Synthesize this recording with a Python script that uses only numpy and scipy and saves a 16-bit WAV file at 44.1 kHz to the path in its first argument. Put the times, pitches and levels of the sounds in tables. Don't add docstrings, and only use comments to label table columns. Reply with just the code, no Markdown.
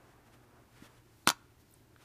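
import sys
import numpy as np
from scipy import signal
from scipy.fft import rfft, irfft, next_fast_len
from scipy.io import wavfile

SR = 44100
rng = np.random.default_rng(int(sys.argv[2]) if len(sys.argv) > 2 else 0)


def log_audio(samples):
    frames = np.atleast_2d(samples).T
    limited = np.clip(frames, -1, 1)
    pcm = np.round(limited * 32767).astype(np.int16)
    wavfile.write(sys.argv[1], SR, pcm)


N = 90360
T = np.arange(N) / SR
RING_T = np.arange(8192) / SR


def from_db(db):
    return 10 ** (np.asarray(db) / 20)

def rms_one(x):
    return x / np.sqrt(np.mean(x ** 2) + 1e-20)

def noise(colour, size=N):
    hz, db = np.transpose(colour)
    n = next_fast_len(size)
    freqs = np.maximum(np.arange(n // 2 + 1) * SR / n, 1)
    gain = from_db(np.interp(np.log(freqs), np.log(hz), db))
    return rms_one(irfft(rfft(rng.standard_normal(n)) * gain, n)[:size])

def band_noise(hz, width):
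    edges = np.clip([hz / (1 + width / 2), hz * (1 + width / 2)], 10, SR / 2 - 10)
    band_pass = signal.butter(2, edges, "band", fs=SR, output="sos")
    hiss = signal.sosfilt(band_pass, rng.standard_normal(2 * len(RING_T)))
    return rms_one(hiss[len(RING_T):])

def decay(t, fade_s):
    return (t >= 0) * np.exp(-np.log(1000) * np.clip(t / fade_s, 0, 10))

def drift(per_second):
    targets = rng.standard_normal(256)
    return rms_one(np.interp(T * per_second, np.arange(len(targets)), targets))

def swells(rows):
    power = sum(from_db(db) ** 2 * np.exp(-np.minimum(((T - s) / half) ** 2, 60)) for s, half, db in rows)
    return np.sqrt(power)

def add(out, start_s, sound):
    i = int(start_s * SR)
    out[i:i + len(sound)] += sound[:max(N - i, 0)]


# f/Hz, level/dB
HUM_TONES = [(87, -82.5), (119.5, -70.5), (242, -80.5), (295, -80.5)]
# f/Hz, level/dB
AIR_COLOUR = [(15, -38.5), (25, -3.5), (119, 1.5), (173, -8.5), (349, -3), (509, -15), (895, -14),
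              (1170, -18.5), (1530, -18.5), (3630, -25.5), (11200, -29.5), (14300, -28.5), (15500, -35)]
# f/Hz, level/dB
RUSH_COLOUR = [(100, -22), (280, 1), (700, -0.5), (1500, -3.5), (2600, -16), (8000, -57)]
# t/s, level/dB
RUSH_LEVELS = [(0, -63.5), (.15, -66.5), (.45, -69), (.6, -64.5), (.72, -78), (.9, -67.5), (1.1, -81),
               (2.05, -87.5)]
def background(hum_swing_db=0):
    hum = np.zeros(N)
    for hz, db in HUM_TONES:
        level = from_db(db + hum_swing_db * drift(27))
        waver = 0.89 * drift(21)
        hum += level * np.sqrt(2) * np.sin(2 * np.pi * hz * T + waver)
    rush_db = np.interp(T, *np.transpose(RUSH_LEVELS))
    rush = from_db(rush_db) * noise(RUSH_COLOUR)
    air = from_db(-64.5) * noise(AIR_COLOUR)
    return hum + rush + air


# middle t/s, half length/s, level/dB
HAND_RUBS = [(.08, 0.035, -72.5), (.275, 0.016, -70.5), (.34, 0.025, -65.5), (.435, 0.0099, -73),
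             (.6, 0.037, -79), (.815, 0.065, -60), (.965, 0.034, -66.5), (1.09, 0.042, -74),
             (2.02, .045, -70.5)]
# f/Hz, level/dB
RUB_COLOUR = [(250, 0.5), (700, -0.5), (1400, 3.5), (2500, -2.5), (5000, -8), (10000, -12), (15000, -17.5)]
def hand_rubs(flicker_db=2.4):
    return swells(HAND_RUBS) * noise(RUB_COLOUR) * from_db(flicker_db * drift(44))


# t/s, level/dB
HAND_BUMPS = [(0.8257, -41.5)]
def hand_bump(hz=249, width_s=0.002):
    out = np.zeros(N)
    for s, db in HAND_BUMPS:
        push = np.exp(-0.5 * ((T - s) / width_s) ** 2)
        out -= from_db(db) * push * np.cos(2 * np.pi * hz * (T - s))
    return out


# middle t/s, half length/s, level/dB
PIVOT_RUBS = [(1.21, 0.086, -72.5), (1.61, 0.013, -70), (1.74, 0.065, -73)]
# f/Hz, level/dB
PIVOT_COLOUR = [(1500, -11.5), (4500, 1), (8000, -3), (14000, -2), (16000, -7.5)]
def pivot_friction():
    return swells(PIVOT_RUBS) * noise(PIVOT_COLOUR)


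def nail_scrape(snap_s):
    rise = decay(RING_T, fade_s=0.023)[::-1]
    out = np.zeros(N)
    add(out, snap_s - RING_T[-1], from_db(-33) * rise * band_noise(hz=4030, width=0.14))
    return out


# f/Hz, level/dB
SNAP_COLOUR = [(250.0, -33.9), (560.0, -24.2), (900.0, -0.2), (1500.0, 0.7), (2200.0, -4.6), (4400.0, -3.2),
               (6500.0, -0.6), (9000.0, -6.3), (12500.0, -7.2), (14500.0, -5.4), (16000.0, -18.3)]
def crack(top_hz, low_hz=650):
    snap = decay(RING_T, fade_s=0.0065)
    buzz = from_db(-20) * decay(RING_T, fade_s=0.042)
    burst = np.hypot(snap, buzz) * noise(SNAP_COLOUR, size=len(RING_T))
    thin_burst = signal.lfilter(*signal.butter(2, low_hz, "high", fs=SR), burst)
    return signal.lfilter(*signal.butter(1, top_hz, fs=SR), thin_burst)

def ring(tones):
    return sum(from_db(db) * decay(RING_T, fade_s) * np.sin(2 * np.pi * hz * RING_T)
               for hz, db, fade_s in tones)


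# f/Hz, level/dB, fade time/s
BEND_TONES = [(192.0, -8.7, 0.039), (253.0, -2.5, 0.027), (323.0, -4.9, 0.034), (386.0, -14.0, 0.046)]
# f/Hz, level/dB, fade time/s
CARD_TONES = [(650, -25, 0.019), (880, -21, 0.0065), (975, -13.5, 0.059), (1110, 1.2, 0.021),
              (1330, -2.1, 0.026), (1415, -2.5, 0.06), (1530, -17.5, 0.032), (1793, -14.5, 0.04),
              (2100, -18, 0.064), (2340, -14.5, 0.031), (2610, -6.5, 0.017)]
# f/Hz, level/dB, fade time/s
ARROW_TONES = [(3183.0, -10.2, 0.027), (3547.0, -7.1, 0.049), (4026.0, -9.1, 0.027), (4152.0, -6.4, 0.016),
               (4614.0, -6.4, 0.024), (5650.0, -8.5, 0.014), (6174.0, -9.2, 0.031), (7231.0, -10.2, 0.019),
               (8187.0, -13.0, 0.02), (9424.0, -13.8, 0.012), (10645.0, -10.9, 0.015),
               (14177.0, -14.8, 0.008)]
# t/s, bend level/dB, card level/dB, arrow level/dB, crack level/dB, top of the crack f/Hz
HITS = [(1.27414, -20.1, -16.7, -19.9, -11.8, 14000.0), (1.27655, -38.4, -38.3, -31.5, -27.8, 9300.0),
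        (1.28253, -54.4, -46.3, -32.5, -23.5, 16400.0), (1.28367, -45.7, -26.3, -28.2, -23.6, 7300.0),
        (1.28994, -45.5, -33.5, -25.5, -14.9, 16500.0), (1.29086, -51.2, -38.5, -25.5, -22.3, 12000.0),
        (1.30156, -48.7, -28.1, -33.8, -14.2, 5800.0), (1.30279, -52.1, -33.1, -33.6, -28.0, 8100.0),
        (1.3082, -54.1, -47.0, -42.7, -31.5, 13200.0), (1.31345, -50.8, -41.6, -41.7, -37.2, 6100.0),
        (1.31609, -45.8, -39.2, -45.6, -45.1, 4000.0)]
def flick(bass_cut_hz=200):
    bend, card, arrow = ring(BEND_TONES), ring(CARD_TONES), ring(ARROW_TONES)
    out = np.zeros(N)
    for s, bend_db, card_db, arrow_db, crack_db, top_hz in HITS:
        ringing = from_db(bend_db) * bend + from_db(card_db) * card + from_db(arrow_db) * arrow
        add(out, s, ringing + from_db(crack_db) * crack(top_hz))
    bass_cut = signal.butter(2, bass_cut_hz, "high", fs=SR, output="sos")
    return signal.sosfilt(bass_cut, out + 1e-18)


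# t/s, level/dB, f/Hz
TICKS = [(1.711, -57, 13000), (1.724, -58, 12900), (1.7395, -49.5, 9030), (1.822, -68, 14500),
         (1.962, -64.5, 3500), (1.9618, -54, 1460), (2.004, -62, 1800)]
def ticks():
    out = np.zeros(N)
    for s, db, hz in TICKS:
        add(out, s, from_db(db) * decay(RING_T, fade_s=0.014) * band_noise(hz, width=0.23))
    return out


# f/Hz, level/dB
ECHO_COLOUR = [(150, -14.5), (380, -3), (600, -10.5), (950, -2), (1450, -0.5), (2700, -5), (4300, -8),
               (8000, -9.5), (15000, -17.5)]
def room_echo(sound, delay_s=0.013):
    t = T[:SR // 2]
    echo = np.zeros(len(t))
    for db, fade_s in ((-23.5, 0.1), (-37.5, 0.51)):
        bounces = noise(ECHO_COLOUR, size=len(t)) * decay(t - delay_s, fade_s)
        echo += from_db(db) * bounces / np.sqrt(np.sum(bounces ** 2))
    return signal.fftconvolve(sound, echo)[:N]


def scene():
    spinner = flick() + nail_scrape(snap_s=HITS[0][0]) + pivot_friction() + ticks()
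    spinner += hand_rubs() + hand_bump()
    return (spinner + room_echo(spinner) + background())[None]

def record(dry, cutoff_hz=15900):
    return signal.sosfilt(signal.cheby2(16, 60, cutoff_hz, fs=SR, output="sos"), dry)


dry = scene()
out = record(dry)
log_audio(out)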